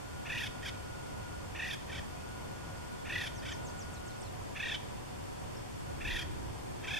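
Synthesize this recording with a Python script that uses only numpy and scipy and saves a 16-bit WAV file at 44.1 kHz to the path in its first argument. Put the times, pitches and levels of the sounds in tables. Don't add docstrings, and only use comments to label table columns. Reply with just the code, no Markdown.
import sys
import numpy as np
from scipy import signal
from scipy.fft import rfft, irfft
from scipy.io import wavfile
from scipy.ndimage import uniform_filter1d

SR = 44100
rng = np.random.default_rng(int(sys.argv[2]) if len(sys.argv) > 2 else 0)


def dump_mix(stems):
    frames = np.atleast_2d(stems).T
    limited = np.clip(frames, -1, 1)
    pcm = np.round(limited * 32767).astype(np.int16)
    wavfile.write(sys.argv[1], SR, pcm)


N = 308259
TIME = np.arange(N) / SR
FREQS = np.fft.rfftfreq(N, 1 / SR) + 1e-3
SYLLABLE_S = 0.028

# [f/Hz, width/Hz, gain with the beak shut/dB, change with the beak wide open/dB, share of the weakening]
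THROAT_RESONANCES = [(1890, 290, -27.5, -2, .3), (2620, 700, -23, -7, 1.7), (3385, 850, -34, 11, 1.43),
                     (4790, 2570, -44.5, 12.5, 0.82), (5860, 250, -33, -13.5, .6),
                     (11100, 2500, -54.5, 19, .3)]


def undb(db):
    return 10 ** (np.asarray(db) / 20)


def unit(x):
    return x / np.sqrt(np.mean(x ** 2))


def resonate(x, hz, width):
    b, a = signal.iirpeak(hz, hz / width, fs=SR)
    once = signal.lfilter(b, a, x)
    return signal.lfilter(b, a, once)


def band(hz, width):
    return unit(resonate(rng.standard_normal(N), hz, width))


def walk(hz):
    spectrum = rfft(rng.standard_normal(N))
    return unit(irfft(spectrum / (1 + (FREQS / hz) ** 4), N))


def air(flicker_db=1.0, left_db=0.1):
    # [f/Hz, part alike at both ears/dB per Hz, part opposed between the ears/dB per Hz]
    noise_curve = [(20.1, -78, -83.5), (47.7, -72, -73.5), (92, -67, -70), (133.7, -72, -74),
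                   (200, -79, -71), (540, -84.5, -76), (853, -83.5, -79.5), (1185, -86.5, -85),
                   (2000, -91.5, -89.5), (3020, -93.5, -93), (6930, -99.5, -98.5), (9900, -103, -102.5),
                   (12650, -107, -108), (13550, -117, -117)]
    # [f/Hz, width/Hz, lift of the alike part/dB, lift of the opposed part/dB]
    curve_humps = [(553, 25, 4, 3.5), (736, 20, 6.5, 8.5), (984, 84, 6, 3.5), (7830, 1600, 3, 0.5),
                   (13170, 700, 8, 5)]
    # [t of the peak/s, time to rise or fade/s, f/Hz, width of each filter pass/Hz,
    # level at the peak/dB]
    rumble_swells = [(6.088, 0.068, 28.6, 27.5, -37), (6.2, 0.6, 80.6, 93.8, -45.5),
                     (6.26, 0.4, 323, 115.6, -52), (6.749, 0.33, 356.3, 150.8, -56.5)]
    curve_hz, *curve_levels = np.transpose(noise_curve)
    parts = []
    for way, level_db in enumerate(curve_levels):
        db = np.interp(np.log(FREQS), np.log(curve_hz), level_db)
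        for hz, width, *lift in curve_humps:
            db = db + lift[way] * 2 ** -((2 * (FREQS - hz) / width) ** 2)
        noise = rfft(rng.standard_normal(N)) * undb(db) * np.sqrt(SR / 2)
        low_share = 1 / (1 + (FREQS / 1200) ** 4)
        rumble = irfft(noise * low_share, N) * undb(flicker_db * walk(4.1))
        hiss = irfft(noise * (1 - low_share), N)
        parts.append(rumble + hiss)
    alike, opposed = parts
    out = np.array([alike + opposed, alike - opposed])
    for s, length, hz, width, db in rumble_swells:
        rise_and_fall = np.exp(-((TIME - s) / length) ** 2)
        out = out + undb(db) * rise_and_fall * np.array([band(hz, width), band(hz, width)])
    return out * undb(np.array([[left_db], [-left_db]]) / 2)


def sizzle(hz=8340, drift_hz=70, spread_hz=150, db=-71):
    phase = 2 * np.pi * np.cumsum(hz + drift_hz * walk(1.4)) / SR
    return undb(db) * unit(walk(spread_hz) * np.sin(phase) + walk(spread_hz) * np.cos(phase))


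def whine(waver_hz=7, flutter_db=2, fade_s=0.12):
    # [start t/s, end t/s, middle f/Hz, level before the flutter/dB]
    whine_stretches = [(0, 1.5, 1439, -58.5), (2.05, 4.27, 1442, -59.5), (5.8, 6.4, 1456, -61.5)]
    out = 0
    waver = waver_hz * walk(23.0)
    for start, end, hz, db in whine_stretches:
        fade = np.clip(np.minimum(TIME - start, end - TIME) / fade_s, 0, 1)
        phase = 2 * np.pi * np.cumsum(hz + waver) / SR
        ear_shift = np.array([[.8], [0]])
        out = out + undb(db) * np.sqrt(2 * fade) * np.sin(phase + ear_shift)
    return out * undb(flutter_db * walk(27))


def syllables(wind_up=0.04, crest_power=2.2, opening_power=1.2, full_voice_hz=850, soft_db_per_hz=0.01,
              rasp_from_hz=870, rasp_full_hz=987, calm_rough=0.15, edge_rough=0.12):
    # [t of first syllable/s, t of last syllable/s, first f/Hz, highest f/Hz, last f/Hz,
    # added rasp 0-1, relative level/dB, extra on the first syllable/dB, beak opening at the start 0-1,
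    # brightness/dB, hiss of the top resonance/dB]
    calls = [(0.269, 0.467, 718, 993, 748, 0.25, -0.5, -2.5, 0.06, 0, 3),
             (0.636, 0.688, 630, 824.4, 763, .05, 0, -5.5, .8, -2, 0.5),
             (1.566, 1.738, 734, 999.3, 844, 0.32, -2, -1, 0, -2, 1.5),
             (1.9, 1.987, 620, 793, 645, .05, -1.5, -3, 0.66, -1, -8),
             (3.067, 3.271, 723, 1004, 791, 0.4, -1.5, -2.5, 0, -0.5, 3),
             (3.434, 3.521, 620, 786, 634, .05, -1.5, -5.5, 0.7, -0.5, -1),
             (4.57, 4.75, 700, 951, 791.5, 0.03, 1, -2.5, 0.09, 1, -12),
             (6.021, 6.221, 700, 989, 660, 0.31, -0.5, -2.5, 0.12, 1, 3.5),
             (6.848, 7.058, 660, 883, 699, 0, 2, -3, 0.43, 1.5, -0.5)]
    rows = []
    shut_db, open_db, weakening = np.transpose(THROAT_RESONANCES)[2:]
    for first, last, first_hz, high_hz, last_hz, rasp, db, first_db, ajar, bright_db, hiss_db in calls:
        length = last - first
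        wait = wind_up * length
        times = np.linspace(first + wait, last, round((length - wait) / SYLLABLE_S) + 1)
        colour_db = np.array([-bright_db, 0, bright_db, hiss_db / 4, 0, hiss_db])
        for s in [first, *times[1:]]:
            progress = (s - first) / length
            edge_hz = first_hz if progress < .5 else last_hz
            hz = high_hz - (high_hz - edge_hz) * abs(2 * progress - 1) ** crest_power
            rough = calm_rough + rasp * np.interp(hz, [rasp_from_hz, rasp_full_hz], [0, 1])
            rough += edge_rough * (s in (first, last))
            opening = ajar + (1 - ajar) * progress ** opening_power
            soft_db = weakening * soft_db_per_hz * max(full_voice_hz - hz, 0)
            strength_db = db + first_db * (s == first) - soft_db
            rows.append((s, hz, rough, *(strength_db + colour_db + shut_db + open_db * opening)))
    return rows


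def syrinx(pitch, rough, slope=1.0):
    uneven_pitch = pitch * (1 + .055 * rough * walk(500))
    phase = 2 * np.pi * np.cumsum(uneven_pitch) / SR
    tone = unit(sum(np.sin(k * phase) / k ** slope for k in np.arange(1, 15)))
    return tone * (1 + rough * (.7 * np.cos(phase / 2) + .45 * walk(500)))


def woodpecker(half_s=0.016, dip=.21, arch_power=1.15, lean=.1, sag=0.5, linked=0.58, fade_s=0.003, hold=1.01,
               fundamental_db=-26, breath=0.019, tracking=0.11, patchy_db=5, stagger=0.03443, top_air=.11):
    # [f/Hz, width/Hz, depth 0-1]
    throat_gaps = [(2120, 180, 0.14), (2820, 220, 0.27)]
    rows = syllables()
    times, tops, roughs = np.transpose(rows)[:3]
    centres = times - lean * half_s
    nearest = np.argmin(abs(TIME[::16, None] - centres), axis=1).repeat(16)[:N]
    place = np.clip((TIME - centres[nearest]) / half_s, -1, 1)

    slack = abs(np.sin(np.pi / 2 * (place - lean * (1 - place ** 2)))) ** (2 * arch_power)
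    syllable_rough = np.clip(roughs[nearest], 0, 1)
    rasp = uniform_filter1d(syllable_rough, size=300)
    arches = uniform_filter1d(tops[nearest] * (1 - dip * slack), size=90)
    pitch = arches * (1 + stagger * rasp * walk(59.2))
    rough = syllable_rough * (1.25 - slack) * np.interp(place, [.1, .6], [1, .45])

    effort = np.clip((np.interp(TIME, times, tops) - 800) / 150, 0, 1)
    swell = 1 - sag * (1 - linked * effort) * slack
    tone = syrinx(pitch, rough)
    air_flow = rng.standard_normal(N)
    voice = (tone + breath * air_flow) * swell
    bright = voice + 1.7 * rough * swell * rng.standard_normal(N)
    airy = (tone + top_air * air_flow) * swell
    sources = [source * undb(patchy_db * rasp * walk(37)) for source in (voice, bright, bright)]
    sources += [airy, airy, airy, voice]

    out = np.zeros(N)
    waits = np.diff(times, append=np.inf)
    reaches = hold * np.where(waits < 2 * SYLLABLE_S, waits, SYLLABLE_S) / 2
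    for centre, reach, (_, top, _, *levels) in zip(centres, reaches, rows):
        span = slice(int((centre - 2 * half_s) * SR), int((centre + 2 * half_s) * SR))
        gate = np.clip((reach - abs(TIME[span] - centre)) / fade_s + .5, 0, 1)
        tighten = (top / 900) ** tracking
        throat = [(hz * tighten, width) for hz, width, *_ in THROAT_RESONANCES[:3]]
        throat += [(hz, width) for hz, width, *_ in THROAT_RESONANCES[3:]]
        throat.append((top, top / 2))
        levels.append(levels[0] + fundamental_db)
        for source, (hz, width), db in zip(sources, throat, levels):
            out[span] += undb(db) * resonate(source[span], hz, width) * gate
    for hz, width, depth in throat_gaps:
        b, a = signal.iirpeak(hz, hz / width, fs=SR)
        out = out - depth * signal.lfilter(b, a, out)
    return out


def trees(x, t60, wet_db, delay_s=0.018):
    t = TIME[:SR // 2]
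    tail = rng.standard_normal((2, len(t))) * undb(-60 * t / t60) * (t > delay_s)
    tail = tail / np.sqrt(np.sum(tail ** 2, axis=1, keepdims=True))
    return undb(wet_db) * signal.fftconvolve(x[None], tail, axes=1)[:, :N]


def small_bird(bend=1.1, whistle_end_hz=4410, slur_end_hz=3470, slur_db=-60):
    # [t/s, length/s, start f/Hz, level before the flutter/dB, length of the slur/s]
    song = [(3.345, 0.065, 6830, -58, 0), (3.502, 0.057, 7960, -55, 0.0005), (3.629, 0.076, 8830, -55, 0),
            (3.769, 0.074, 8230, -55, 0), (3.925, 0.035, 9200, -55.5, 0.03),
            (4.058, 0.04, 9250, -55.5, 0.032), (4.208, 0.03, 9300, -53.5, 0.053)]
    # [t/s, length/s, start f/Hz, end f/Hz, level before the flutter/dB]
    lone_notes = [(2.162, 0.059, 2490, 2560, -63), (2.969, 0.045, 3380, 3425, -64),
                  (5.56, 0.02, 5470, 5200, -59)]
    whistles = [(s, length, hz, whistle_end_hz, db) for s, length, hz, db, _ in song]
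    slurs = [(s + length, slur, whistle_end_hz, slur_end_hz, slur_db)
             for s, length, _, _, slur in song if slur > 0]
    out = np.zeros(N)
    wobble = 1 + .022 * walk(200)
    flutter = undb(3 * walk(140))
    for s, length, start_hz, end_hz, db in whistles + slurs + lone_notes:
        span = slice(int(s * SR), int((s + length) * SR))
        progress = np.clip((TIME[span] - s) / length, 0, 1) ** bend
        hz = (start_hz + (end_hz - start_hz) * progress) * wobble[span]
        swell = np.sqrt(abs(np.sin(np.pi * progress)))
        out[span] += np.sqrt(2) * undb(db) * swell * np.sin(2 * np.pi * np.cumsum(hz) / SR)
    return out * flutter


def scene(pan_db=-0.9, call_db=-0.53):
    calls = undb(call_db) * woodpecker()
    chips = small_bird()
    near_scatter = trees(calls, t60=0.13, wet_db=-12.5, delay_s=.01)
    far_scatter = trees(calls, t60=0.57, wet_db=-11.5) + trees(chips, t60=.25, wet_db=-7.0)
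    direct = (calls + chips) * undb(np.array([[pan_db], [-pan_db]]) / 2)
    return direct + near_scatter + far_scatter + whine() + sizzle() + air()


def record(dry, top_hz=15000):
    # [f/Hz, width/Hz]
    narrow_cuts = [(3935, 260), (7870, 130)]
    for hz, width in narrow_cuts:
        b, a = signal.iirnotch(hz, hz / width, fs=SR)
        dry = signal.lfilter(b, a, dry)
    return signal.sosfilt(signal.ellip(8, .2, 70, top_hz, fs=SR, output="sos"), dry)


dry = scene()
out = record(dry)
dump_mix(out)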